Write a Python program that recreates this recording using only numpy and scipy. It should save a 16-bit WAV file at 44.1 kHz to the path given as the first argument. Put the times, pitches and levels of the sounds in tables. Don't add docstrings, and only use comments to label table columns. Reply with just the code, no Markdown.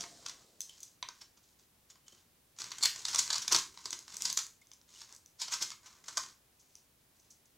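import sys
import numpy as np
from scipy import signal
from scipy.fft import rfft, irfft
from scipy.io import wavfile
from scipy.ndimage import uniform_filter1d

SR = 44100
rng = np.random.default_rng(int(sys.argv[2]) if len(sys.argv) > 2 else 0)


def unload_wav(signal):
    wavfile.write(
        sys.argv[1],
        SR,
        np.round(np.clip(np.atleast_2d(signal).T, -1, 1) * 32767).astype(np.int16),
    )


N = 333966
TIME = np.arange(N) / SR

BAND_EDGES = [700, 2000, 5000, 8500, 16000]
# f/Hz, level/dB
PAPER_SPECTRUM = [(60, -25), (250, -28), (550, -21.5), (780, -15), (1000, -4), (1700, -10), (2700, -8.5),
                  (4200, -1), (6000, 0.5), (7300, -1.5), (8700, -9.5), (11000, -18), (16000, -27.5)]
# t/s, length/s, hiss level/dB, body over hiss/dB
STROKES = [(-.05, 0.11, -47.5, -10), (0.096, 0.41, -67.5, -4.5), (0.572, 0.42, -66.5, -14.5),
           (1.14, 0.096, -69, -8), (1.415, 0.15, -72, -26), (1.582, 0.073, -73, -14),
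           (2.088, 0.17, -70, -9.5), (2.547, 0.42, -56.5, -7), (2.913, 0.15, -50.5, -10),
           (3.04, 0.27, -44, -15), (3.246, 0.21, -53, -7.5), (3.394, 0.24, -55.5, -5),
           (3.7, 0.42, -59.5, -9), (4.06, 0.16, -54.5, -9), (4.193, 0.16, -44, -15), (4.28, 0.26, -67, -6),
           (4.858, 0.34, -65, -11.5), (4.941, .13, -61, -19), (5.079, 0.083, -66.5, -1.5),
           (5.369, 0.4, -55, -11), (5.807, 0.25, -66, -3), (6.018, 0.36, -58.5, -9), (6.58, 0.32, -76, -25),
           (7.124, 0.23, -81, -11)]
# f/Hz, level/dB
RUB_SPECTRUM = [(30, -19), (65, -2), (120, 2.5), (220, -1.5), (380, -0.5), (700, -8), (1100, -12),
                (3000, -41.5)]
# f/Hz, level/dB, t60/s
BOX_MODES = [(143, -67, 1), (199, -54.5, 0.31), (423, -68.5, 1), (688, -59, 1), (703, -60.5, 1)]
# f/Hz, level/dB
ROOM_TONE_SPECTRUM = [(25, -16.5), (55, -2.5), (100, -4), (150, -5.5), (250, -7.5), (450, -12),
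                      (800, -14.5), (1400, -18), (3000, -18), (15500, -20.5)]
# t/s, main level/dB, length/ms, body over main/dB, taut patch f/Hz
SNAPS = [(.0075, -32.5, 1.9, -20, 5500), (.038, -45, 1.9, 4.5, 4370), (.2614, -33, 2.5, -7, 5500),
         (.2843, -38, 1.7, -22, 5630), (.295, -38, 2.4, -9, 4800), (1.211, -42, 6.9, -12, 5470),
         (1.371, -56.5, 7.3, -5.5, 6300), (1.899, -46.5, 7.6, -13, 6670), (1.956, -63, 2.1, 4, 4500),
         (2.0811, -47.5, 1.3, -14, 7000), (2.587, -39.5, 1.7, -10, 6500), (2.598, -34.5, 9, -11, 6430),
         (2.618, -34.5, 1.2, -10, 4590), (2.641, -37, 1.9, -10.5, 5000), (2.717, -36, 2.7, -3.5, 4440),
         (2.783, -37, 2.6, -11, 7160), (3.052, -26.5, 1.55, -13, 4200), (3.0828, -29, 3.7, -11, 5800),
         (3.1305, -32.5, 4.8, -7, 5500), (3.146, -23.5, 2.4, -7.5, 9450), (3.159, -24.5, 1.1, -15, 5700),
         (3.182, -22, 6.1, -17.5, 6130), (3.1891, -17, 3.4, -17, 6870), (3.277, -36.5, 1.2, -9.5, 4370),
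         (3.303, -25.5, 2.8, -6.5, 4200), (3.3279, -23.5, 4.6, -15, 4480), (3.3426, -31, 1.2, -7, 4600),
         (3.3545, -26.5, 5.8, -8.5, 4650), (3.381, -29.5, 1.6, -19.5, 6480), (3.419, -30, 6.2, -16.5, 5940),
         (3.479, -24, 1.9, -14.5, 5570), (3.514, -23.5, 8, -1.5, 6000), (3.5224, -16.5, 2.5, -29, 5800),
         (3.5273, -20, 3.3, -12, 5840), (3.5461, -19, 2.7, -6, 4500), (3.5518, -24, 4.3, -11, 6090),
         (3.5623, -19, 1.2, -19, 5800), (3.5841, -26.5, 3.8, -8, 6260), (3.7744, -47, 0.99, 1.5, 4180),
         (3.856, -31.5, 2.4, -8.5, 5030), (3.9062, -32, 1.2, -20.5, 8200), (3.928, -29.5, 2.5, -11.5, 5900),
         (4.0798, -46, 1.1, -5.5, 4820), (4.252, -22.5, 5, -15.5, 4950), (4.3, -29, 2.3, -16, 4960),
         (4.3724, -19.5, 2.8, -15.5, 6360), (4.388, -27.5, 3.4, -12, 6360), (4.716, -47, 0.67, -13.5, 6000),
         (4.8137, -58.5, 1.1, -10, 5940), (5.016, -42.5, 2.3, -7.5, 5430), (5.397, -36, 8.8, -14, 5080),
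         (5.4132, -26, 12, -13.5, 4700), (5.481, -37.5, 3.2, -6, 4800), (5.519, -24.5, 13.3, -10, 6800),
         (5.535, -27, 5, -11, 5200), (5.6095, -28.5, 13.5, -10.5, 5540), (5.621, -23.5, 5, -16, 5930),
         (5.704, -37.5, 0.52, -12.5, 5830), (5.716, -40.5, 2.9, -4, 4820), (5.858, -44, 11.4, -6, 6240),
         (6.04, -50.5, 3.3, -7.5, 6430)]
# t/s, peak level/dB
BUMPS = [(.036, -62), (.283, -56), (1.026, -68), (1.213, -60), (2.127, -58), (2.855, -51.5), (3.189, -53.5),
         (3.521, -37.5), (3.551, -38.5), (3.855, -51.5), (3.926, -48.5), (4.372, -49.5), (5.614, -47),
         (6.168, -53)]
# f/Hz, level/dB
BUMP_SPECTRUM = [(30, -23), (100, -2.5), (200, 1.5), (380, 8.5), (700, -3), (1100, 0.5), (3000, -42)]
# t/s, main level/dB, length/ms
TICKS = [(0.6053, -30, 1.5), (.616, -36, 0.97), (0.8034, -45.5, 2.6), (.829, -37, 4), (3.9902, -41, 1.1),
         (4.1422, -42, 1.3), (4.168, -32.5, .8), (4.2214, -27, 0.39), (4.328, -28.5, 0.48),
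         (4.4666, -42, 0.27), (4.67, -56, .9), (4.734, -48.5, 2.6), (5.125, -44.5, 1.1), (5.1487, -48, 1.1),
         (5.1633, -47, .8), (5.2605, -49, 0.71), (6.5927, -53.5, 12), (6.7534, -45.5, 0.85),
         (7.195, -57, 6.1), (7.303, -47, 10), (7.455, -59.5, 4)]
# f/Hz, lift/dB
TICK_RING = [(6150, 9.3)]
# t/s, flex level/dB, length/ms, f/Hz
SQUEAKS = [(0.693, -43, 3.4, 3090), (2.063, -57, 8, 3050), (2.082, -56, 1.6, 3000),
           (2.122, -53.5, 2.5, 3110), (2.179, -61.5, 1.3, 3020), (4.614, -53.5, 4.5, 2150),
           (4.955, -51, 6, 2900)]
# t/s, main level/dB, length/ms, body over main/dB
TAPS = [(1.027, -37, 1.46, 3), (1.087, -37.5, 1.2, -2)]
# f/Hz, lift/dB
RIM_RING = [(700, 9), (985, 10.5), (1510, 1.5), (3900, 10.5), (4550, 10)]
# t/s, main level/dB, length/ms
SCRAPES = [(2.813, -37, 11), (2.8254, -22, 8.5), (2.834, -21, 2.7), (2.851, -25.5, 2.5), (2.856, -20, 1.85)]
# f/Hz, lift/dB
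WALL_RING = [(720, 4.5), (940, 4.5), (3520, 10), (4260, 13.5), (4470, 14), (7500, 7)]
# t/s, main level/dB, length/ms
CLACKS = [(6.082, -33.5, 3.4), (6.171, -23, 3.4), (6.178, -25, 1.24)]
# f/Hz, lift/dB
BOTTOM_RING = [(560, 16.5), (700, 13), (1170, 11), (1620, 9.5)]
# f/Hz, width/Hz, lift/dB
HOLLOW_RING = [(1140, 130, 0), (1536, 52, 5), (2114, 110, 3.5), (3500, 38, 2.5), (5680, 510, 2),
               (6770, 400, 4)]
# f/Hz, t60/s
ROOM_T60 = [(200, 0.67), (550, 0.18), (1400, 0.31), (3700, 0.26), (7000, 0.28), (13000, 0.35)]

CREAK_DB, CREAK_RISE_S = -36, 0.0055


def undb(db):
    return 10 ** (np.asarray(db) / 20)


def on_log(hz, points):
    at, value = np.transpose(points)
    return np.interp(np.log(np.maximum(hz, 1)), np.log(at), value)


def colour(x, points):
    gain = undb(on_log(np.fft.rfftfreq(len(x), 1 / SR), points))
    return irfft(rfft(x) * gain, len(x))


def band(x, lo_hz, hi_hz):
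    return signal.sosfilt(signal.butter(3, [lo_hz, hi_hz], "band", fs=SR, output="sos"), x)


def unit(x):
    return x / np.sqrt(np.mean(x ** 2))


def add(track, s, sound):
    start = int(round(s * SR))
    sound = sound[max(-start, 0):N - start]
    start = max(start, 0)
    track[start:start + len(sound)] += sound


def buckles(size, spread_db):
    return rng.choice([-1, 1], size) * undb(spread_db * rng.standard_normal(size))


def swell(t, length_s):
    age = np.maximum(t, 0) / length_s
    return age ** 0.67 * np.exp(-1.15 * age)


def causal(gain):
    cepstrum = irfft(np.log(np.maximum(gain, 1e-6)))
    half = len(cepstrum) // 2
    fold = np.r_[1, np.full(half - 1, 2), 1, np.zeros(half - 1)]
    return np.exp(rfft(cepstrum * fold))


def balance(spectrum, hz, band_rms):
    edges = np.array(BAND_EDGES)
    centres, bins = np.sqrt(edges[:-1] * edges[1:]), np.searchsorted(hz, edges)
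    for _ in range(2):
        power = np.add.reduceat(np.abs(spectrum) ** 2, bins)[:-1] / len(hz) / (SR / 1000)
        bend_db = 20 * np.log10(band_rms / np.sqrt(power))
        spectrum = spectrum * undb(on_log(hz, np.c_[centres, bend_db]))
    return spectrum


def avalanches(events, width=0.05, creak=0, size=4096, lead_samples=512):
    near, around = np.zeros((2, N))
    t, hz = (np.arange(size) - lead_samples) / SR, np.fft.rfftfreq(size, 1 / SR)
    paper = undb(on_log(hz, PAPER_SPECTRUM))
    strain = creak * np.exp(-np.abs(t) / CREAK_RISE_S) * (t < 0)
    for s, db, ms, bands_db, rings in events:
        envelope = strain * ms + swell(t, ms / 1000)
        burst = rfft(buckles(size, spread_db=6.5) * envelope)
        band_rms = undb(db + np.array(bands_db))
        note = 1 + sum((undb(lift) - 1) / (1 + ((hz / f - 1) / width) ** 2) for f, lift in rings)
        for track, ring in (near, note), (around, np.cbrt(note)):
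            spectrum = balance(burst * causal(paper * ring), hz, band_rms)
            add(track, s + t[0], irfft(spectrum))
    return np.array([near, around])


def strokes(attack=0.19, release=0.42):
    hiss, body = np.zeros((2, N))
    for s, length, db, body_db in STROKES:
        progress = (TIME - s) / length
        ramp = np.clip(np.minimum(progress / attack, (1 - progress) / release), 0, 1)
        speed = np.sin(np.pi / 2 * ramp) ** 2
        hiss += speed * undb(db)
        body += speed * undb(db + body_db)
    return hiss, body


def crackle(per_s):
    clicks = (rng.random(N) < per_s / SR) * buckles(N, spread_db=1.5)
    paper = undb(on_log(np.fft.rfftfreq(N, 1 / SR), PAPER_SPECTRUM))
    paper_rms = np.sqrt(np.mean(paper ** 2))
    return colour(clicks, PAPER_SPECTRUM) / paper_rms * np.sqrt(SR / 1000)


def slide():
    hiss_gain, body_gain = strokes()
    grip = undb(4.3 * unit(uniform_filter1d(rng.standard_normal(N), size=260)))
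    fibres = colour(buckles(N, spread_db=7.5) * grip, PAPER_SPECTRUM)
    hiss, body = unit(band(fibres, 1900, 17000)), unit(band(fibres, 650, 2000))
    rub = unit(colour(rng.standard_normal(N) * grip, RUB_SPECTRUM)) * undb(-6.5)
    strays = crackle(per_s=34) * undb(4.5)
    return hiss_gain * (hiss + strays) + body_gain * (body + rub)


def box_ring():
    modes = sum(undb(db - 60 * TIME / t60) * np.sin(2 * np.pi * hz * TIME) for hz, db, t60 in BOX_MODES)
    shimmer = unit(band(rng.standard_normal(N), 3400, 8200)) * undb(-55.5 - 32 * TIME)
    murk = unit(band(rng.standard_normal(N), 130, 690)) * undb(-64 - 21 * TIME)
    return modes + shimmer + murk


def room_tone():
    mid, side = (unit(colour(rng.standard_normal(N), ROOM_TONE_SPECTRUM)) for _ in range(2))
    side = colour(side, [(60, -18.5), (250, -8), (1000, -3), (6000, -4), (13000, 2)])
    return undb(-70) * np.array([mid + side, mid - side])


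def snaps(typical_hz=5630, typical_db=-30):
    events = []
    for s, db, ms, body_db, hz in SNAPS:
        octaves = np.log2(hz / typical_hz)
        flex_db = 1 + 0.25 * body_db - 7.5 * octaves
        edge_db = -13 + 3.5 * octaves
        lift_db = 10 + 0.08 * (db - typical_db)
        events.append((s, db, ms, [body_db, flex_db, 0, edge_db], [(hz, lift_db)]))
    return avalanches(events, width=0.13, creak=undb(CREAK_DB))


def bumps(size=4096, lead_samples=256):
    track, t = np.zeros(N), (np.arange(size) - lead_samples) / SR
    for s, db in BUMPS:
        knock = colour(rng.standard_normal(size) * swell(t, length_s=0.0053), BUMP_SPECTRUM)
        add(track, s + t[0], knock / np.abs(knock).max() * undb(db))
    return track


def ticks():
    bands_db = [-30.5, -10.5, 0, -9]
    return avalanches([(s, db, ms, bands_db, TICK_RING) for s, db, ms in TICKS])


def squeaks():
    bands_db, lift_db = [-25.5, 0, -5, -12], 34
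    return avalanches([(s, db, ms, bands_db, [(hz, lift_db)]) for s, db, ms, hz in SQUEAKS], width=0.04)


def taps():
    events = []
    for s, db, ms, body_db in TAPS:
        flex_db = 2.5 + 1.8 * body_db
        events.append((s, db, ms, [body_db, flex_db, 0, -16.5], RIM_RING))
    near, around = avalanches(events)
    return np.array([near, around * undb(-2)])


def scrapes():
    bands_db = [-11.5, 3.5, 0, -10]
    return avalanches([(s, db, ms, bands_db, WALL_RING) for s, db, ms in SCRAPES], width=0.022)


def clacks():
    bands_db = [-7, -5, 0, -14.5]
    return avalanches([(s, db, ms, bands_db, BOTTOM_RING) for s, db, ms in CLACKS], creak=undb(CREAK_DB))


def hollow(x):
    return x + sum((undb(db) - 1) * signal.lfilter(*signal.iirpeak(hz, hz / width, fs=SR), x)
                   for hz, width, db in HOLLOW_RING)


def room(x, wet_db, gap_s, size=22050):
    t, hz = np.arange(size) / SR, np.fft.rfftfreq(size, 1 / SR)
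    noise = rfft(rng.standard_normal(size))
    centres, t60s = np.transpose(ROOM_T60)
    tail = np.zeros(size)
    for share, t60 in zip(np.eye(len(centres)), t60s):
        noise_band = irfft(noise * on_log(hz, np.c_[centres, share]), size)
        tail += noise_band * undb(-60 * t / t60)
    tail *= np.clip(t / gap_s - 1, 0, 1)
    tail /= np.linalg.norm(tail)
    tail = colour(tail, [(200, -1.3), (1200, 2.5), (3000, 1.2), (6500, -1.1), (12000, -1.2)])
    return signal.fftconvolve(x, tail)[:N] * undb(wet_db)


def scene():
    near, around = snaps() + ticks() + squeaks() + taps() + scrapes() + clacks()
    rustle, knocks = slide(), bumps()
    direct = hollow(near + rustle) + knocks
    reflections = room(hollow(around + rustle) + knocks, wet_db=-4, gap_s=0.003)
    return direct + reflections + box_ring() + room_tone()


def record(dry):
    return signal.sosfilt(signal.ellip(10, 0.2, 70, 15900, fs=SR, output="sos"), dry)


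dry = scene()
out = record(dry)
unload_wav(out)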